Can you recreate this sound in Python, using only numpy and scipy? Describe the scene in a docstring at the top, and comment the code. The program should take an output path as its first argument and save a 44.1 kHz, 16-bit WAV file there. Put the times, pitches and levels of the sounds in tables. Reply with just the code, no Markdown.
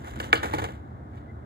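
"""Far traffic rumbles as a skateboard rolls on rough asphalt, right of a camera lying at the kerb.
The board clacks down hard once and rattles through smaller knocks before it stops. Each knock rings
the deck and sprays grit; houses across the street echo the deck. One faint squeak comes near the end.
The left microphone port hears the board late and through the shadow of the camera."""
import sys
import numpy as np
from scipy import signal
from scipy.fft import rfft, irfft, next_fast_len
from scipy.io import wavfile
from scipy.ndimage import map_coordinates

SR = 44100
rng = np.random.default_rng(int(sys.argv[2]) if len(sys.argv) > 2 else 0)


def file_out(sig):
    """Save sig as 16-bit WAV at sys.argv[1]."""
    # one column per channel
    cols = np.atleast_2d(sig).T
    # limit, then scale
    lim = np.clip(cols, -1, 1)
    pcm = np.round(lim * 32767).astype(np.int16)
    wavfile.write(sys.argv[1], SR, pcm)


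N = 63945
TIME_S = np.arange(N) / SR


def amp(db):
    return 10 ** (np.asarray(db) / 20)


def unit_rms(x):
    return x / np.sqrt(np.mean(x ** 2) + 1e-20)


def at_hz(rows, hz, column=1):
    """Table column interpolated over log frequency."""
    columns = np.transpose(rows)
    return np.interp(np.log(hz + 1), np.log(columns[0] + 1), columns[column])


def over_time(rows, column=1):
    """Table column interpolated per sample."""
    columns = np.transpose(rows)
    return np.interp(TIME_S, columns[0], columns[column])


def wander(points_per_s):
    """Smooth curve through random points."""
    return map_coordinates(rng.standard_normal(N), [TIME_S * points_per_s])


def filtered(x, response):
    """Apply a complex frequency response."""
    size = next_fast_len(N + SR // 2)
    return irfft(rfft(x, size) * response(np.fft.rfftfreq(size, 1 / SR)), size)[..., :N]


def coloured(x, spectrum):
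    """Apply a dB spectrum that goes to -90 dB two octaves beyond its ends."""
    rows = [(spectrum[0][0] / 4, -90), *spectrum, (spectrum[-1][0] * 4, -90)]
    return filtered(x, lambda hz: amp(at_hz(rows, hz)))


def stereo_noise(coherence):
    """White noise at both ports with the given coherence."""
    def weights(hz):
        angle = np.arccos(np.clip(at_hz(coherence, hz), 0, 1)) / 2
        return [np.cos(angle), np.sin(angle)]
    mid, side = filtered(rng.standard_normal((2, N)), weights)
    return np.array([mid + side, mid - side])


# Left port relative to right. Each row: frequency in Hz, gain in dB, extra phase in rad.
CAMERA_SHADOW = [(100, -13, 0.5), (279, 1.5, -0.18), (490, 4, -0.34), (650, -3.5, -0.46), (892, -4, 0.56),
                 (1097, 3, 0.55), (1343, 4.5, 0.73), (1870, 1, -0.01), (2150, 3.5, -0.5),
                 (2450, -12.5, -0.64), (2920, -3, 0.52), (4340, -5, 0.5), (5240, 2, 2), (6800, -13, 2.7),
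                 (7400, -6.5, 4.5), (8840, -0.5, 3.5), (10000, -8.5, 6.96), (16000, -5, 1.7)]
def from_right(x, lag_s=0.0004944):
    """Sound from the right reaches the left port late and shadowed."""
    def response(hz):
        phase = at_hz(CAMERA_SHADOW, hz, column=2) - 2 * np.pi * hz * lag_s
        left = amp(at_hz(CAMERA_SHADOW, hz)) * np.exp(1j * phase)
        return [left, np.ones(len(hz))]
    return filtered(x, response)


# Each row: frequency in Hz, relative noise density in dB.
ENGINE_SPECTRUM = [(13, -83.5), (22, -51.5), (47, -18.5), (70, 0.5), (140, -6.5), (162, -16), (233, -10),
                   (254, -15.5), (289, -11), (700, -34.5), (910, -38.5), (1540, -120)]
# Each row: frequency in Hz, left-right coherence from 0 to 1.
ENGINE_COHERENCE = [(100, .96), (250, .91), (500, .55)]
# Each row: time in seconds, level in dB.
ENGINE_LEVEL = [(0.0, -37), (0.084, -42.5), (0.14, -37), (0.42, -37), (0.444, -35), (0.5, -38.5),
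                (0.662, -32.5), (0.69, -40.5), (1.45, -42)]
def engines(left_lead_s=0.0001):
    """Far engines rumble low, slightly from the left."""
    rumble = coloured(stereo_noise(ENGINE_COHERENCE), ENGINE_SPECTRUM)
    lead_s = np.array([[0.5], [-0.5]]) * left_lead_s
    rumble = filtered(rumble, lambda hz: np.exp(2j * np.pi * hz * lead_s))
    return amp(over_time(ENGINE_LEVEL)) * unit_rms(rumble)


# Each row: frequency in Hz, relative noise density in dB.
TYRE_SPECTRUM = [(300, -16.5), (700, 4.5), (1000, -4), (1500, -8), (2100, -19), (2800, -33), (3600, -29),
                 (5000, -50)]
# Each row: frequency in Hz, left-right coherence from 0 to 1.
TYRE_COHERENCE = [(500, 0.4), (1250, 0.85), (2000, .55), (4000, 0.23)]
def tyres(level_db=-51):
    """Far tyres roar steadily from the right."""
    roar = coloured(stereo_noise(TYRE_COHERENCE), TYRE_SPECTRUM)
    return amp(level_db) * from_right(unit_rms(roar))


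# Each row: frequency in Hz, relative noise density in dB.
HISS_SPECTRUM = [(1500, -5.5), (3600, -2.5), (5500, -5.5), (7500, -6), (9000, -9), (16000, -13)]
def microphone_hiss(level_db=-79.5):
    """Each microphone adds its own noise."""
    return amp(level_db) * unit_rms(coloured(rng.standard_normal((2, N)), HISS_SPECTRUM))


# Wheel noise. Each row: time in seconds, grit level in dB, fizz level in dB.
WHEEL_LEVELS = [(0, -53.5, -65), (.04, -48, -67), (.08, -42.5, -54.5), (.12, -48, -62.5), (.19, -44.5, -64),
                (.25, -40.5, -50.5), (.32, -47, -68), (.42, -41.5, -57.5), (.5, -39, -55.5), (.6, -37, -56),
                (.67, -40, -57), (.72, -49, -66), (.76, -52, -71), (.82, -63.5, -81.5), (1.05, -70.5, -92),
                (1.16, -62, -75), (1.25, -62.5, -88), (1.45, -90.5, -94)]
def wheel_power():
    """Power of the rolling noise in two bands: grit and its treble, fizz."""
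    return amp([over_time(WHEEL_LEVELS), over_time(WHEEL_LEVELS, column=2)]) ** 2


# Each row: frequency in Hz, relative noise density in dB.
GRIT_SPECTRUM = [(200, -7), (800, 0), (2200, -11), (2700, -16), (3700, -15), (5000, -32), (6000, -54)]
FIZZ_SPECTRUM = [(4000, -32), (5400, -12.5), (7000, -2), (8500, -12.5), (10000, -11.5), (12000, -13.5),
                 (14000, -14), (16000, -24.5)]
# Each row: frequency in Hz, left-right coherence from 0 to 1.
ASPHALT_COHERENCE = [(100, .97), (1500, .97), (3500, 0.68), (5500, 0.7), (16000, 0.72)]
def asphalt(band_powers, bumps_per_s=320, bump_spread_db=2.5):
    """Contact with the asphalt makes grit and fizz; its bumps shake their level."""
    bumps = unit_rms(amp(bump_spread_db * wander(bumps_per_s)))
    noise = np.zeros((2, N))
    for power, spectrum in zip(band_powers, [GRIT_SPECTRUM, FIZZ_SPECTRUM]):
        noise += np.sqrt(power) * unit_rms(coloured(stereo_noise(ASPHALT_COHERENCE), spectrum))
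    return bumps * noise


# Each row: start in seconds, drive of the thud, hollow, clack and crack modes in dB, rise in seconds,
# contact t60 in seconds, grit level in dB, fizz level in dB, t60 of both in seconds.
BOARD_KNOCKS = [(.045, -42.5, -50, -50.5, -44, .0004, 0.036, -56, -55, 0.017),
                (.058, -58.5, -55, -48, -50, 0.0011, 0.071, -48, -55, .05),
                (.07, -35, -37, -40, -46, 0.0039, 0.031, -32.5, -50, 0.077),
                (.104, -59, -54, -58.5, -40, .001, 0.047, -59, -55, .06),
                (.158, -53, -37, -44, -42, 0.0014, 0.025, -44, -46.5, 0.033),
                (.189, -50.5, -51, -51, -52, 0.00092, 0.038, -45, -50, .05),
                (.2003, -19, -28, -28, -20, .0002, 0.016, -31.5, -41.5, 0.081),
                (.225, -36.5, -46.5, -40, -26.5, 0.0087, .1, -34, -52, 0.11),
                (0.3284, -14, -9.5, -6.5, -3.5, 0.0003, 0.0032, -23, -35.5, 0.15),
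                (0.338, -18, -20, -21.5, -26, 0.004, 0.04, -34, -51, 0.25),
                (.35, -44, -34, -32, -15.5, .015, 0.11, -29.5, -37, 0.099),
                (.43, -15, -18.5, -24, -46, 0.00095, 0.089, -21.5, -37.5, 0.1),
                (.452, -33, -26, -35, -33, 0.0034, 0.079, -31, -43.5, 0.12),
                (.5357, -13, -13, -25.5, -23, 0.00051, 0.035, -24.5, -39, 0.11),
                (.582, -22, -19.5, -29.5, -24, 0.0014, 0.053, -27, -42.5, 0.11),
                (.617, -14.5, -24, -31.5, -34, .002, 0.033, -28.5, -42, .05),
                (.6404, -25, -19.5, -29.5, -26, 0.00044, 0.069, -27, -41, 0.058),
                (.6843, -32.5, -28, -40, -37, .002, .05, -42.5, -56, 0.1),
                (0.721, -53.5, -48.5, -55, -45, 0.00034, .03, -52, -55, 0.026),
                (1.127, -66, -58.5, -52, -54, .01, 0.15, -66.5, -86.5, 0.076),
                (1.169, -65, -54, -64, -53.5, 0.0036, 0.11, -46, -68, 0.093)]
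def knocks(scrape_db=-19.5, sharp_rise_s=0.001, snap_over_fizz_db=7, snap_t60_s=0.0085):
    """Each knock is a blow, then rough contact. Returns deck forces and grit and fizz power."""
    roughness = rng.standard_normal(N)
    forces, spray_power = np.zeros((4, N)), np.zeros((2, N))
    for start_s, *drive_db, rise_s, contact_t60_s, grit_db, fizz_db, spray_t60_s in BOARD_KNOCKS:
        age_s = np.maximum(TIME_S - start_s, 0)
        swell = 1 - np.exp(-age_s / rise_s)
        blow = np.exp(-rise_s / sharp_rise_s)  # vanishes for a slow rise
        force = amp(scrape_db - 60 * age_s / contact_t60_s) * swell * roughness
        force[round(start_s * SR)] = blow
        forces += amp(drive_db)[:, None] * force / np.linalg.norm(force)
        snap = blow * amp(fizz_db + snap_over_fizz_db - 60 * age_s / snap_t60_s) * (TIME_S > start_s)
        spray_power[1] += snap ** 2
        spray_power += (amp([[grit_db], [fizz_db]] - 60 * age_s / spray_t60_s) * swell) ** 2
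    return forces, spray_power


# Each row: frequency in Hz, relative level in dB, t60 in seconds.
DECK_MODES = [(105, -8, .08), (312, -4, .05), (468, -5, .05), (570, -12, .04), (710, -6, .04),
              (829, 0, .033), (1060, -9, .03), (1254, -1, .033), (1485, -1, .036), (1695, -2.5, .033),
              (1857, -8, .03), (2293, 0, .033), (2690, -14, .016), (2976, -5, .016), (3456, -9, .014),
              (3800, -13, .012), (4300, -9, .008), (4750, -12, .008)]
# Edges in Hz of the thud, hollow, clack and crack bands.
DECK_BAND_EDGES_HZ = [0, 640, 950, 2600, 6000]
def deck(forces, swell_cycles=1.3):
    """One force rings each band of deck modes; neighbouring modes swing in opposite sense."""
    t = np.arange(SR // 8) / SR
    rings = np.zeros((4, len(t)))
    for k, (hz, db, t60_s) in enumerate(DECK_MODES):
        band = np.searchsorted(DECK_BAND_EDGES_HZ, hz) - 1
        envelope = amp(db - 60 * t / t60_s) * (1 - np.exp(-t * hz / swell_cycles))
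        rings[band] += (-1) ** k * envelope * np.sin(2 * np.pi * hz * t)
    return signal.fftconvolve(forces, rings, axes=1).sum(axis=0)[:N]


# Each row: frequency in Hz, t60 in seconds.
ECHO_DECAY = [(200, 0.37), (2000, 0.34), (10000, 0.14)]
def house_echo(x, gain_db=-21.5, delay_s=0.026):
    """Houses return a diffuse echo whose treble dies first."""
    hz, t, spectra = signal.stft(rng.standard_normal((2, SR // 2)), SR, nperseg=256)
    decay = amp(-60 * t / at_hz(ECHO_DECAY, hz)[:, None])
    _, tail = signal.istft(spectra * decay, SR, nperseg=256)
    tail /= np.linalg.norm(tail[0])
    delayed = np.pad(x, (round(delay_s * SR), 0))
    return amp(gain_db) * signal.fftconvolve(delayed[None], tail, axes=1)[:, :N]


def squeak(centre_s=1.3, half_width_s=0.014, pitch_hz=2020, waver_hz=40.3, level_db=-54):
    """One faint, short tone of unsteady pitch."""
    hz = pitch_hz + waver_hz * wander(points_per_s=150)
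    envelope = amp(level_db) * np.exp(-((TIME_S - centre_s) / half_width_s) ** 2)
    return envelope * np.sin(2 * np.pi * np.cumsum(hz) / SR)


def scene():
    """Board and squeak on the right, over traffic and hiss."""
    forces, spray_power = knocks()
    ringing = deck(forces)
    board = ringing + asphalt(wheel_power() + spray_power) + house_echo(ringing)
    background = engines() + tyres() + microphone_hiss()
    return background + from_right(board + squeak())


def record(dry):
    """The camera cuts off steeply at its band limit."""
    cutoff_hz = 16100
    return filtered(dry, lambda hz: 1 / (1 + (hz / cutoff_hz) ** 120))


dry = scene()
out = record(dry)
file_out(out)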